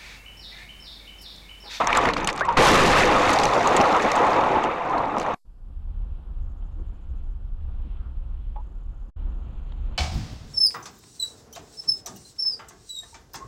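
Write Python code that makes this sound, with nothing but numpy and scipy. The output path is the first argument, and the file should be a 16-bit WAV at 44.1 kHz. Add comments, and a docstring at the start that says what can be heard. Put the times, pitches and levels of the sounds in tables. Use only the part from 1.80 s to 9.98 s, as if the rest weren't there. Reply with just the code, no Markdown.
"""A car rolls into a roadside thicket, heard close from a small overloaded microphone on its windscreen:
blows ring resonant panels, low noise thuds, and snaps, crunch and grit stand for branches, glass and gravel.
The sound cuts off; inside another car creeping along a wet road, shaped noise fades in as body boom, road roar
and tyre hiss, with a gated chirr, small ticks, soft wiper swells, a gliding drip-like note and a short dropout."""
import sys
import numpy as np
from scipy import signal
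from scipy.fft import rfft, irfft, next_fast_len
from scipy.io import wavfile
from scipy.ndimage import uniform_filter1d

SR = 44100
rng = np.random.default_rng(int(sys.argv[2]) if len(sys.argv) > 2 else 0)


def store_wav(level_fs):
    """Save 16-bit WAV to argv[1]."""
    pcm = np.round(np.clip(np.atleast_2d(level_fs), -1, 1) * 32767)
    wavfile.write(sys.argv[1], SR, pcm.T.astype(np.int16))


N = 360641
TIME = np.arange(N) / SR
CRASH = 4 * SR  # samples in which the battered panels and loose pieces sound


def gain_of(db):
    """dB to amplitude."""
    return 10 ** (np.asarray(db) / 20)


def evened(x):
    """Scales to rms 1."""
    return x / np.sqrt(np.mean(x ** 2) + 1e-20)


def columns(rows):
    """Curve columns at every sample."""
    s, *cols = np.transpose(rows)
    return [np.interp(TIME, s, c) for c in cols]


def add(mix, s, sound):
    """Mixes a sound in at time s."""
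    part = mix[round(s * SR):][:len(sound)]
    part += sound[:len(part)]


def noise():
    """White noise for the whole length."""
    return rng.standard_normal(N)


def coloured(x, points):
    """Gives x the spectrum of a table, rms 1."""
    f, db = np.transpose(points)
    size = next_fast_len(N)
    hz = np.fft.rfftfreq(size, 1 / SR)
    shape_db = np.interp(np.log(hz + 1), np.log(f + 1), db)
    return evened(irfft(rfft(x, size) * gain_of(shape_db), size)[:N])


def band(x, hz, q):
    """A resonance applied twice for steep sides round hz, rms 1."""
    b, a = signal.iirpeak(hz, q, SR)
    return evened(signal.lfilter(b, a, signal.lfilter(b, a, x)))


def steadied(x, window_s):
    """Evens out the chance swells that last longer than the window."""
    return x / np.sqrt(uniform_filter1d(x ** 2, max(int(window_s * SR), 1)) + 0.0093)


def hail(per_s, spread_db, smear_s, wash):
    """Random blows of uneven size, each a short puff of noise, over a share of steady noise."""
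    size = gain_of(spread_db * np.minimum(rng.exponential(1, N), 5))
    hits = size * (rng.random(N) < per_s / SR)
    puffs = signal.lfilter([1], [1, -np.exp(-1 / (smear_s * SR))], hits)
    return (evened(puffs) + wash) * noise()


def struck(rows, lift_db, rise_s, t60):
    """Envelopes of all events in a table: quick rise, steady fall in dB."""
    out, t = np.zeros(N), np.arange(SR // 4) / SR
    for s, db, *_ in rows:
        add(out, s, gain_of(db + lift_db - 60 * t / t60) * np.minimum(t / rise_s, 1))
    return out


# panel and cabin resonances: pitch_hz, width_hz (broadened below, as crumpled panels are), level_db
PANELS = [(254.7, 110, -10.5), (309, 46, -12), (393.5, 170, -3.5), (513.5, 100, -1), (633, 180, -4.5),
          (718.5, 110, -0.5), (841, 110, 1), (976, 198, 1.5), (1089.3, 150, -1.5), (1220, 190, -1)]
# level of the middle panels against the rest: start_s, level_db
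MIDDLE = [(0, 0), (.35, -3.5), (.76, -6), (.8, -2.5), (.9, -10.5), (1.0, -5), (1.1, -3.5), (1.2, -3.5),
          (1.3, -2.5), (1.45, 0.5), (1.6, 3), (1.8, 3), (2.0, 1.5), (2.2, -0.5), (2.35, 2.5), (2.6, 3.5),
          (2.8, 2), (2.9, -0.5), (3.0, 2), (3.2, 0.5), (3.54, 1)]


def ringing_panels(lift_db):
    """Each panel resonates under its own blows and those all share; its pitch wanders as it bends."""
    widen, bend_spread, bend_s = 1.3, .025, .04
    shared = evened(hail(per_s=230.0, spread_db=2.5, smear_s=0.0055, wash=0.43))[:CRASH]
    (middle_db,), out = columns(MIDDLE), np.zeros(N)
    for hz, width, db in PANELS:
        own = evened(hail(per_s=28.0, spread_db=-1.5, smear_s=0.017, wash=1.0))[:CRASH]
        bend = np.interp(TIME[:CRASH] / bend_s, np.arange(200), rng.standard_normal(200))
        turn = np.exp(2j * np.pi * np.cumsum(hz * (1 + bend_spread * bend)) / SR)
        r = np.exp(-np.pi * widen * width / SR)
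        # a resonator at 0 Hz, spun up to the moving pitch
        ring = (turn * signal.lfilter([1], [1, -2 * r, r * r], (shared + 1.6 * own) / turn)).real
        middle = np.exp(-(np.log2(hz / 740) / 0.32) ** 2)  # a bell over octaves round 740 Hz
        level_db = db + lift_db * np.log2(750 / hz) + middle_db * middle
        add(out, 0, gain_of(level_db[:CRASH]) * evened(ring))
    return evened(out) * np.sqrt(CRASH / N)  # rms 1 over the crash itself


# roar of the panels, up to, during and after the main blow: start_s, level_db,
# lift_db (per octave below 750 Hz)
ROAR = [
    [(0, -11.5, -5.5), (.024, -22.5, -5), (.042, -24, 1), (.066, -27, -6.5), (.105, -22.5, -4),
     (.125, -25.5, 1.5), (.192, -16, -6), (.197, -21.5, -1.5), (.282, -19, 4.5), (.314, -25.5, 1.5),
     (.36, -32, 6), (.41, -26.5, 4.5), (.6, -33.5, -0.5), (.7, -24, -5.5), (.767, -31, -2)],
    [(.771, -12, -3), (.8, -6.5, 3), (.83, -8.5, -2.5), (.88, -5.5, -7), (.91, -8.5, 1.5), (.95, -7, 1),
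     (1.0, -12, 1.5), (1.05, -11, 6), (1.1, -12.5, 3.5), (1.19, -11.5, -4.5), (1.23, -15.5, 7),
     (1.28, -13, 3)],
    [(1.33, -11.5, 1), (1.43, -16.5, -0.5), (1.67, -17, 0.5), (1.69, -21.5, -2.5), (1.77, -14.5, -1),
     (1.82, -20.5, 2.5), (1.86, -16, 2), (1.97, -16.5, 1), (2.01, -8.5, 7), (2.02, -15, -2.5),
     (2.14, -17, 0.5), (2.15, -12, -4), (2.23, -25, 2.5), (2.25, -14.5, 3.5), (2.3, -22.5, -1.5),
     (2.41, -14, -1), (2.55, -19.5, 0.5), (2.57, -15, 0), (2.7, -20, 0), (2.71, -18.5, 1), (2.73, -19, -1),
     (2.78, -15.5, 1), (2.82, -25.5, 0.5), (2.84, -22, 2.5), (2.87, -24.5, 1.5), (2.99, -27.5, 1),
     (3.02, -26.5, -6.5), (3.04, -28, -1.5), (3.15, -20, 2), (3.32, -26.5, 3.5), (3.37, -25.5, 2.5),
     (3.42, -27.5, 3), (3.49, -24, -1), (3.54, -27, 0)],
]


def panel_roar():
    """The ringing panels follow the battering; each short blow stirs them up for a moment."""
    roar_db, lift_db = columns(np.concatenate(ROAR))
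    battering = gain_of(roar_db) + struck(BLOWS, lift_db=-19.5, rise_s=0.014, t60=0.11)
    return battering * steadied(ringing_panels(lift_db), 0.044)


# spectrum of the thud: pitch_hz, density_db (per Hz, relative)
THUD = [(7.1, -34), (12, -3), (32, 6), (75, -12), (102, -2), (156, -4), (210, -7), (270, -33), (460, -120)]
# low thud of the body, up to, during and after the main blow: start_s, level_db
THUD_LEVEL = [
    [(0.0, -56), (0.06, -39), (0.486, -34), (0.532, -43.5), (.6, -41), (0.764, -38)],
    [(0.78, -26.5), (.87, -25), (.92, -17.5), (1.0, -24), (1.12, -21), (1.25, -24.5)],
    [(1.33, -29), (1.47, -36), (1.48, -28), (1.59, -39.5), (1.65, -28.5), (1.82, -44), (2.01, -38.5),
     (2.04, -46.5), (2.81, -42.5), (3.06, -53), (3.15, -39.5), (3.29, -42.5), (3.36, -57), (3.38, -43),
     (3.51, -46.5), (3.54, -41)],
]


def body_thud():
    """The heavy body moves as a whole: low noise with its slow swells evened out."""
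    (thud_db,) = columns(np.concatenate(THUD_LEVEL))
    return gain_of(thud_db) * steadied(coloured(noise(), THUD), 0.044)


def fragments(low_hz, high_hz, t60, per_s, spread_db, level_db, points, count=56):
    """Pieces of many sizes, each struck at random and ringing on its own pitch."""
    t, out = np.arange(2048) / SR, np.zeros(N)
    size = gain_of(spread_db * np.minimum(rng.exponential(1, CRASH), 4))
    hits = size * (rng.random(CRASH) < per_s / SR)
    piece = rng.integers(0, count, CRASH)
    pitches = np.geomspace(low_hz, high_hz, count) * rng.uniform(1.0, 1.03, count)
    fall = gain_of(-60 * t / t60) * np.minimum(t / 0.00087, 1)
    for k, hz in enumerate(pitches):
        add(out, 0, signal.oaconvolve(hits * (piece == k), np.sin(2 * np.pi * hz * t) * fall))
    return gain_of(level_db) * coloured(out, points) * np.sqrt(CRASH / N)


# spectra of coarse crunch and fine grit: pitch_hz, density_db (per Hz, relative)
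CRUNCH = [(880, -13), (1500, 1.5), (1630, -2), (1790, 0), (1890, -1), (2580, -6), (3310, -15), (3640, -9),
          (4500, -25.5), (5850, -50), (9900, -120)]
GRIT = [(2240, -10), (3800, -0.5), (5220, -5), (6450, -4.5), (9240, -19.5), (13000, -26), (14200, -43),
        (15500, -62.5)]
# loose debris: start_s, crunch_db, grit_db
DEBRIS = [
    [(0, -29, -40), (.06, -42, -52.5), (.095, -33, -50.5), (.14, -34.5, -46.5), (.165, -28, -38),
     (.2, -35, -45), (.25, -31.5, -41), (.305, -33, -47), (.322, -43, -62), (.356, -39.5, -57),
     (.375, -38, -47.5), (.435, -41, -58.5), (.46, -45, -59.5), (.485, -34, -43.5), (.505, -36.5, -39.5),
     (.522, -49, -62), (.59, -40.5, -52.5), (.615, -43.5, -45.5), (.632, -47, -70.5), (.655, -43.5, -49.5),
     (.68, -45, -67), (.7, -41.5, -53.5), (.754, -47, -59), (.766, -47.5, -55.5)],
    [(.773, -19.5, -27.5), (.81, -21.5, -25), (.87, -20.5, -20), (.93, -19, -22), (1.02, -23, -27),
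     (1.07, -22.5, -24.5), (1.15, -23, -31), (1.19, -18.5, -24), (1.22, -22.5, -28.5), (1.27, -24, -32.5)],
    [(1.33, -26.5, -33.5), (1.49, -27, -34.5), (1.64, -33, -37), (1.99, -31, -40), (2.46, -33, -44),
     (2.76, -35.5, -50.5), (2.89, -38.5, -55.5), (3.36, -44.5, -60)],
    [(3.39, -45.5, -52.5), (3.44, -43.5, -56), (3.54, -40.5, -59)],
]


def debris():
    """Loose pieces rattle: puffs of noise plus ringing chips and shards; each snap sheds a shower of grit."""
    crunch_db, grit_db = columns(np.concatenate(DEBRIS))
    crunch = coloured(hail(per_s=190.0, spread_db=0.5, smear_s=0.0082, wash=0.5), CRUNCH)
    chips = fragments(low_hz=1499.5, high_hz=3804, t60=.025, per_s=497.5, spread_db=0, level_db=-3,
                      points=CRUNCH)
    grit = coloured(hail(per_s=640.0, spread_db=-1.0, smear_s=0.0019, wash=1.0), GRIT)
    shards = fragments(low_hz=3999, high_hz=11001.5, t60=.006, per_s=700, spread_db=3.5, level_db=-6,
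                       points=GRIT)
    shower = struck(SNAPS, lift_db=-18, rise_s=0.0022, t60=.035)
    return gain_of(crunch_db) * (crunch + chips) + (gain_of(grit_db) + shower) * (grit + shards)


def snap(ring_hz, t60, knock_db, knock_hz, chance):
    """A crack of noise coloured round one ring, with a short knock of the panel behind it."""
    t = np.arange(len(chance)) / SR
    chance = chance + 2.6 * np.exp(-((t - .0018) / .00004) ** 2)  # the sharp edge of the break
    rise = np.minimum(t / 0.0015, 1) ** 2
    after = (t - .002).clip(0)
    crack = band(chance, ring_hz, 5.5) + 0.5 * band(chance, 3800.0, 0.91)
    crack = crack * gain_of(-60 * after / t60) * rise
    knock = band(chance[::-1], knock_hz, 1.6) * gain_of(-60 * after / .02) * rise
    return crack / abs(crack).max() + gain_of(knock_db) * knock / abs(knock).max()


# shards and twigs snapping: start_s, peak_db, ring_hz, knock_db (relative to the peak), knock_hz
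SNAPS = [(0.043, -33.5, 6030, 8, 2058), (0.0706, -13.5, 5840, -2.5, 1566), (0.103, -30.5, 4200, 15, 1396),
         (0.1273, -28, 4263, 18, 2255), (0.149, -19.5, 3953, -5, 1400), (0.1712, -10, 7340, -11.5, 1730),
         (0.2359, -30.5, 5860, 6.5, 2220), (0.254, -22.5, 4503, 12, 1513), (0.287, -21, 4280, 7.5, 1420),
         (0.3057, -32, 4180, 4, 1435), (0.3345, -22.5, 4150, 2.5, 3410), (.341, -36, 7000, -6, 2500),
         (0.3667, -23.5, 4470, 3.5, 2165), (.374, -36, 6000, -2.5, 2466), (.380, -31.5, 4810, 0.5, 2500),
         (0.4, -33.5, 4050, 5.5, 2714), (.407, -34, 6500, -3.5, 2703), (.431, -38, 5000, -2, 2610),
         (0.4443, -18.5, 6110, -11, 1638), (0.4728, -11, 7200, -6, 2994), (0.488, -18.5, 4403, 1, 1949),
         (0.4993, -21.5, 5060, -11, 2086), (0.5274, -24.5, 6180, -14, 1398), (.553, -40, 5500, -3.5, 2300),
         (0.56, -29, 7780, -4.5, 2310), (0.576, -25, 4120, -3.5, 1524), (.589, -35.5, 5465, -3.5, 2444),
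         (0.5956, -27, 6360, 1, 2514), (0.6068, -34, 4570, 5.5, 1450), (0.651, -31, 7300, -4.5, 1951),
         (0.688, -29.5, 4890, 7.5, 1397), (0.725, -33.5, 6060, -6, 1436), (0.7706, -22, 4440, 2.5, 1543),
         (1.0375, -23.5, 4810, -1, 1427), (1.061, -13, 4150, -6, 2230), (1.0977, -19, 4120, -1, 1600),
         (1.1142, -19.5, 4295, -1, 1438), (1.184, -16, 4270, -2, 2163), (1.2526, -20.5, 4364, -3, 1446),
         (1.4526, -22, 4566, -0.5, 1591), (1.4925, -15, 4100, 2.5, 2020), (1.503, -20.5, 9250, 0, 2172),
         (1.5285, -19, 6470, -6.5, 2118), (1.532, -14, 6440, -11, 2116), (1.5375, -18.5, 6400, -6, 2100),
         (1.559, -23, 5000, -1, 2000), (1.5865, -12, 4190, -9.5, 1655), (1.598, -20.5, 5363, -6, 1485),
         (1.633, -14, 4487, 0, 2806), (1.637, -18.5, 6500, -6, 2002), (1.6527, -13, 5940, -2, 2310),
         (1.667, -21.5, 4050, -5.5, 1422), (1.7345, -20.5, 3770, 0, 2000), (1.8726, -14.5, 6516, -16, 1414),
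         (1.9647, -10, 7250, -14, 2048), (1.968, -16, 6480, -11, 2036), (2.006, -22.5, 4500, -3.5, 1417),
         (2.012, -16.5, 5500, -5.5, 2990), (2.0546, -25.5, 4170, 1, 1422), (2.125, -23.5, 4040, -2.5, 2160),
         (2.164, -25, 6320, -6.5, 1400), (2.22, -25.5, 6080, -3.5, 2272), (2.226, -26, 6334, -6, 2200),
         (2.2463, -26, 5610, -3, 1874), (2.3157, -13, 5783, -10.5, 1925), (2.3535, -23, 6490, -9.5, 2065),
         (2.36, -23, 7000, -8, 2030), (2.466, -28, 6400, 4, 1430), (2.496, -30, 4040, -0.5, 1430),
         (2.531, -25.5, 4444, 1.5, 1432), (2.542, -29, 5015, -2.5, 2000), (2.6424, -38.5, 3990, 5, 1418),
         (2.8335, -32, 6500, -8, 2567), (2.838, -29.5, 6430, 3.5, 3294), (2.846, -34.5, 5420, 6.5, 2403),
         (3.095, -40, 5600, 13.5, 1394), (3.1088, -38, 4370, 5, 1427), (3.1798, -29.5, 4225, -1, 1424),
         (3.2545, -39.5, 4200, 2.5, 1778), (3.3655, -41, 4980, 1, 1480), (3.382, -27, 5320, -7, 1738),
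         (3.3975, -26.5, 6200, -3, 1700), (3.41, -37, 4500, -2, 1998), (3.415, -31, 4300, -3, 2003),
         (3.4265, -37, 7000, 1.5, 1994), (3.462, -37, 6100, 12, 1450), (3.4864, -41, 4000, 6, 1514),
         (3.5369, -40.5, 6010, 5, 1400)]


def snaps(rows, t60):
    """Small brittle breaks: every snap of one table at its own time."""
    out, chance = np.zeros(N), rng.standard_normal((len(rows), 2048))
    for (s, peak_db, ring_hz, knock_db, knock_hz), c in zip(rows, chance):
        add(out, s, gain_of(peak_db) * snap(ring_hz, t60, knock_db, knock_hz, c))
    return out


# short blows on the panels: start_s, peak_db, ring_hz
BLOWS = [(0.072, -9.5, 980), (0.127, -12.5, 1030), (0.17, -8.5, 850), (0.251, -10.5, 1312),
         (0.334, -23, 549), (0.365, -10.5, 1220), (0.471, -17.5, 1140), (0.488, -19, 1089),
         (0.582, -20, 1170), (.608, -12, 1040), (0.612, -14, 626.5), (1.493, -8.5, 689), (1.85, -14.5, 856),
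         (1.999, -8.5, 786), (2.239, -20.5, 490), (2.839, -11, 720), (2.846, -12.5, 760),
         (2.853, -13.5, 960), (2.876, -12.5, 900), (3.014, -17.5, 927), (3.042, -17.5, 884),
         (3.344, -15.5, 860), (3.3672, -9.5, 950), (3.484, -14.5, 910)]


def blows():
    """Each blow is a sharp knock and a short dull ring of one panel."""
    out, t = np.zeros(N), np.arange(4096) / SR
    knock = 8.0 * np.exp(-((t - .001) / 0.00022) ** 2)
    fall = gain_of(-60 * t / 0.037) * np.minimum(t / .0015, 1)
    for s, peak_db, ring_hz in BLOWS:
        ring = band(rng.standard_normal(len(t)) * fall + knock, ring_hz, 2.6)
        add(out, s, gain_of(peak_db) * ring / abs(ring).max())
    return out


# drip-like notes, in the crash and in the drive: start_s, length_s, level_db (before a 5.5 dB lift),
# from_hz, to_hz, fade_db, beat_depth (0-1)
DRIPS = [(0.6084, 0.042, -20.5, 1356, 1940, -21.5, .15), (0.682, 0.032, -17, 938, 947, -7.5, 0.45),
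         (0.717, 0.031, -26, 914, 895, -12, .3), (0.772, 0.0077, -16, 1035, 920, -19, .1),
         (6.76, .062, -38.5, 844, 857, -24, 0.1), (6.772, 0.044, -51.5, 890, 990, -3.5, .1)]


def drips():
    """Gliding tones that fade; they beat at 50 Hz and tremble at random."""
    out = np.zeros(N)
    for s, length_s, db, from_hz, to_hz, fade_db, beat in DRIPS:
        t = np.arange(0, length_s, 1 / SR)
        along = t / length_s
        pitch_hz = from_hz + (to_hz - from_hz) * np.sin(np.pi / 2 * along)
        tone = np.sin(2 * np.pi * np.cumsum(pitch_hz) / SR)
        swing = 1 + beat * np.cos(2 * np.pi * 50 * (t - 0.0092))
        tremble = signal.lfilter(*signal.butter(3, 300, fs=SR), rng.standard_normal(len(t)))
        swing = swing * (1 + .25 * evened(tremble))
        edges = np.minimum(t / .0015, 1) * np.minimum(8 * (1 - along), 1)
        add(out, s, gain_of(db + 5.5 + fade_db * along) * tone * swing * edges)
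    return out


def pressure_jump():
    """Cabin pressure jumps at the main blow: the baseline is pushed down, held, then let go."""
    start_s, push, rise_s, end_s, fall_s = .772, -.27, .012, .985, .03
    rise = np.minimum((TIME - start_s).clip(0) / rise_s, 1)
    return push * rise * np.clip(1 - (TIME - end_s) / fall_s, 0, 1)


# spectrum of the electronic floor: pitch_hz, density_db (per Hz, relative)
AIR = [(2650, -25), (4500, 0.5), (5280, -0.5), (5620, -5.5), (6990, -6), (7670, -1.5), (8330, -7),
       (11500, -5), (13000, -7), (13700, -22), (15500, -31)]


def electronic_floor():
    """Steady treble noise, rms 1."""
    return coloured(noise(), AIR)


def cut_off(crash):
    """The crash is cut off with a short faint tail; very faint treble noise dies away after it."""
    cut_s = 3.5455
    since = (TIME - cut_s).clip(0)
    fade = np.where(TIME < cut_s, 1, gain_of(-17 - 60 * since / .069))
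    faint_treble = (TIME > cut_s) * gain_of(-71.5 - 60 * since / .4) * electronic_floor()
    return crash * uniform_filter1d(fade, size=60) + faint_treble


def wreck():
    """Blows ring the panels, the body thuds, debris crunches and rattles; then the cut."""
    crash = panel_roar() + body_thud() + debris()
    crash = crash + snaps(SNAPS, t60=.011) + blows() + pressure_jump()
    return cut_off(crash)


# spectrum of the boom: pitch_hz, density_db (per Hz, relative)
BOOM = [(7.1, -35), (12, -11), (26, 2), (35, 6.5), (46, -4.5), (62, -1), (74, -6), (88, -15), (114, -20),
        (156, -38), (200, -33.5), (260, -43.5), (440, -120)]
# level of the boom in the cabin, before and after the dropout: start_s, level_db
BOOM_LEVEL = [
    [(3.65, -44), (3.71, -41.5), (3.77, -45.5), (3.82, -36.5), (3.94, -35.5), (3.98, -32.5), (4.19, -27),
     (4.46, -33.5), (4.66, -25.5), (4.75, -33.5), (5.01, -29.5), (5.21, -35.5), (5.31, -26.5),
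     (5.43, -31.5), (5.53, -28.5), (5.55, -31), (5.9, -26), (5.96, -29.5), (6.76, -29.5), (7.0, -35),
     (7.08, -29.5), (7.3, -37)],
    [(7.365, -30.5), (7.473, -27), (7.941, -32.5), (7.953, -29.5), (8.149, -26.5), (8.178, -40)],
]


def body_boom():
    """The car body booms: swaying low noise."""
    (boom_db,) = columns(np.concatenate(BOOM_LEVEL))
    return gain_of(boom_db) * steadied(coloured(noise(), BOOM), 0.47)


# spectra of road roar and of tyre and wiper hiss: pitch_hz, density_db (per Hz, relative)
ROAD = [(53, -36), (90, -21), (113, -11.5), (161, -11), (233, -16), (379, -22), (422, -27.5), (525, -23.5),
        (585, -29), (832, -26.5), (940, -28), (1390, -32), (1930, -47.5), (2300, -76), (2990, -59),
        (5060, -120)]
HISS = [(1060, -11.5), (1800, -8.5), (2110, -8.5), (3120, -4), (3540, -7.5), (3840, -9.5), (4250, -12),
        (5000, -30), (6500, -30), (11000, -120)]
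# the wet road heard from the cabin, before and after the dropout: start_s, roar_db, hiss_db
ROAD_LEVEL = [
    [(3.65, -65.5, -89), (3.8, -60, -84.5), (3.93, -57.5, -80), (4.13, -53, -74), (4.3, -52.5, -73.5),
     (4.56, -53, -76), (4.87, -51.5, -75.5), (5.2, -53, -73.5), (5.66, -54, -77.5), (5.85, -52.5, -73),
     (6.11, -51, -68.5), (6.32, -53, -74.5), (6.7, -54, -72), (6.83, -54.5, -75), (7.3, -54, -79)],
    [(7.42, -47, -70), (7.556, -48.5, -71.5), (7.616, -47, -69.5), (7.94, -49, -68), (8.15, -49, -65.5)],
]


def wet_road():
    """Road roar in slow uneven puffs, and tyre and wiper hiss in quicker ones, over steady noise."""
    road_db, hiss_db = columns(np.concatenate(ROAD_LEVEL))
    road = coloured(hail(per_s=16.0, spread_db=1.5, smear_s=0.028, wash=4.4), ROAD)
    hiss = coloured(hail(per_s=100., spread_db=0.0, smear_s=0.019, wash=2.8), HISS)
    return gain_of(road_db) * road + gain_of(hiss_db) * hiss


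# a faint electronic chirr, switched on and off: start_s, end_s, period_s, share_on (0-1), level_db
CHIRR = [(4.619, 5.528, 0.074, 0.52, -83), (6.806, 7.303, 0.028, 0.47, -82.5),
         (7.49, 8.18, 0.047, 0.71, -83.5)]


def chirr():
    """Short bursts of a thin whine over a band of fuzz."""
    whine = np.sin(2 * np.pi * 7300 * TIME) + 0.93 * band(noise(), 6600, 8.5)
    gate = np.zeros(N)
    for start_s, end_s, period_s, share, db in CHIRR:
        burst = (TIME - start_s) / period_s % 1 < share
        gate += gain_of(db) * (TIME > start_s) * (TIME < end_s) * burst
    return whine * uniform_filter1d(gate, size=100)


# small ticks in the cabin: start_s, peak_db, ring_hz, knock_db (relative to the peak), knock_hz
TICKS = [(4.8239, -62, 3000, 12, 700), (6.7605, -57, 3180, 8, 1470), (7.9204, -46, 3270, 6, 825)]


def ticks():
    """Small snaps with the treble taken off."""
    return signal.lfilter(*signal.butter(6, 4800., fs=SR), snaps(TICKS, t60=0.016))


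# soft wiper thumps and sweeps: start_s, level_db, centre_hz, sharpness (Q), length_s
WIPER = [(4.943, -49, 286, 1.9, 0.11), (5.323, -51, 250, 1.6, 0.0304), (6.035, -44.5, 171.4, 1.3, 0.064),
         (6.099, -61, 1270, 3.8, 0.27)]


def wipers():
    """Soft swells of noise round one pitch."""
    out = np.zeros(N)
    for s, db, hz, sharpness, length_s in WIPER:
        rub = band(rng.standard_normal(SR // 3), hz, sharpness)[:int(length_s * SR)]
        add(out, s, gain_of(db) * rub * np.hanning(len(rub)))
    return out


# spans of the drive, with the dropout between them: start_s, end_s
HEARD = [(3.651, 7.303), (7.363, 8.2)]


def drive():
    """Boom, wet road, floor and chirr sound only within their spans; ticks and wipers lie on top."""
    cabin = body_boom() + wet_road() + gain_of(-83.5) * electronic_floor() + chirr()
    on = sum((TIME > a) * (TIME < b) * 1. for a, b in HEARD)
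    return cabin * uniform_filter1d(on, size=300) + ticks() + wipers()


def scene():
    """The crash, then the drive, with drip-like notes in both."""
    return (wreck() + drive() + drips())[None]


# upper headroom of the microphone sags under the main blow and recovers: start_s, ceiling (amplitude)
CEILING_UP = [(0, .27), (.769, .27), (.772, .19), (1.25, .19), (1.6, .3)]


def record(dry):
    """Uneven saturation, a coupling capacitor's baseline drift, presence lift, slow gain control, band limit."""
    ceiling_down, knee = .35, 6  # amplitude; hardness of the saturation
    ceiling = np.where(dry > 0, columns(CEILING_UP)[0], ceiling_down)
    squashed = dry / (1 + (abs(dry) / ceiling) ** knee) ** (1 / knee)
    coupled = signal.lfilter(*signal.butter(1, 8., "high", fs=SR), squashed)
    coupled = coupled + 0.12 * band(coupled, 2500.0, 1.) * np.std(coupled)
    keep = np.exp(-1 / (.3 * SR))
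    power = signal.lfilter([1 - keep], [1, -keep], squashed ** 2)  # long loud stretches turn the gain down
    ducked = coupled / (1 + 6.9 * power) + .0012  # a small constant offset
    dulled = signal.lfilter(*signal.butter(4, 13600., fs=SR), ducked)
    taps = signal.firwin(511, 15700, window=("kaiser", 9), fs=SR)
    return signal.oaconvolve(dulled, taps[None], "same")


dry = scene()
out = record(dry)
store_wav(out)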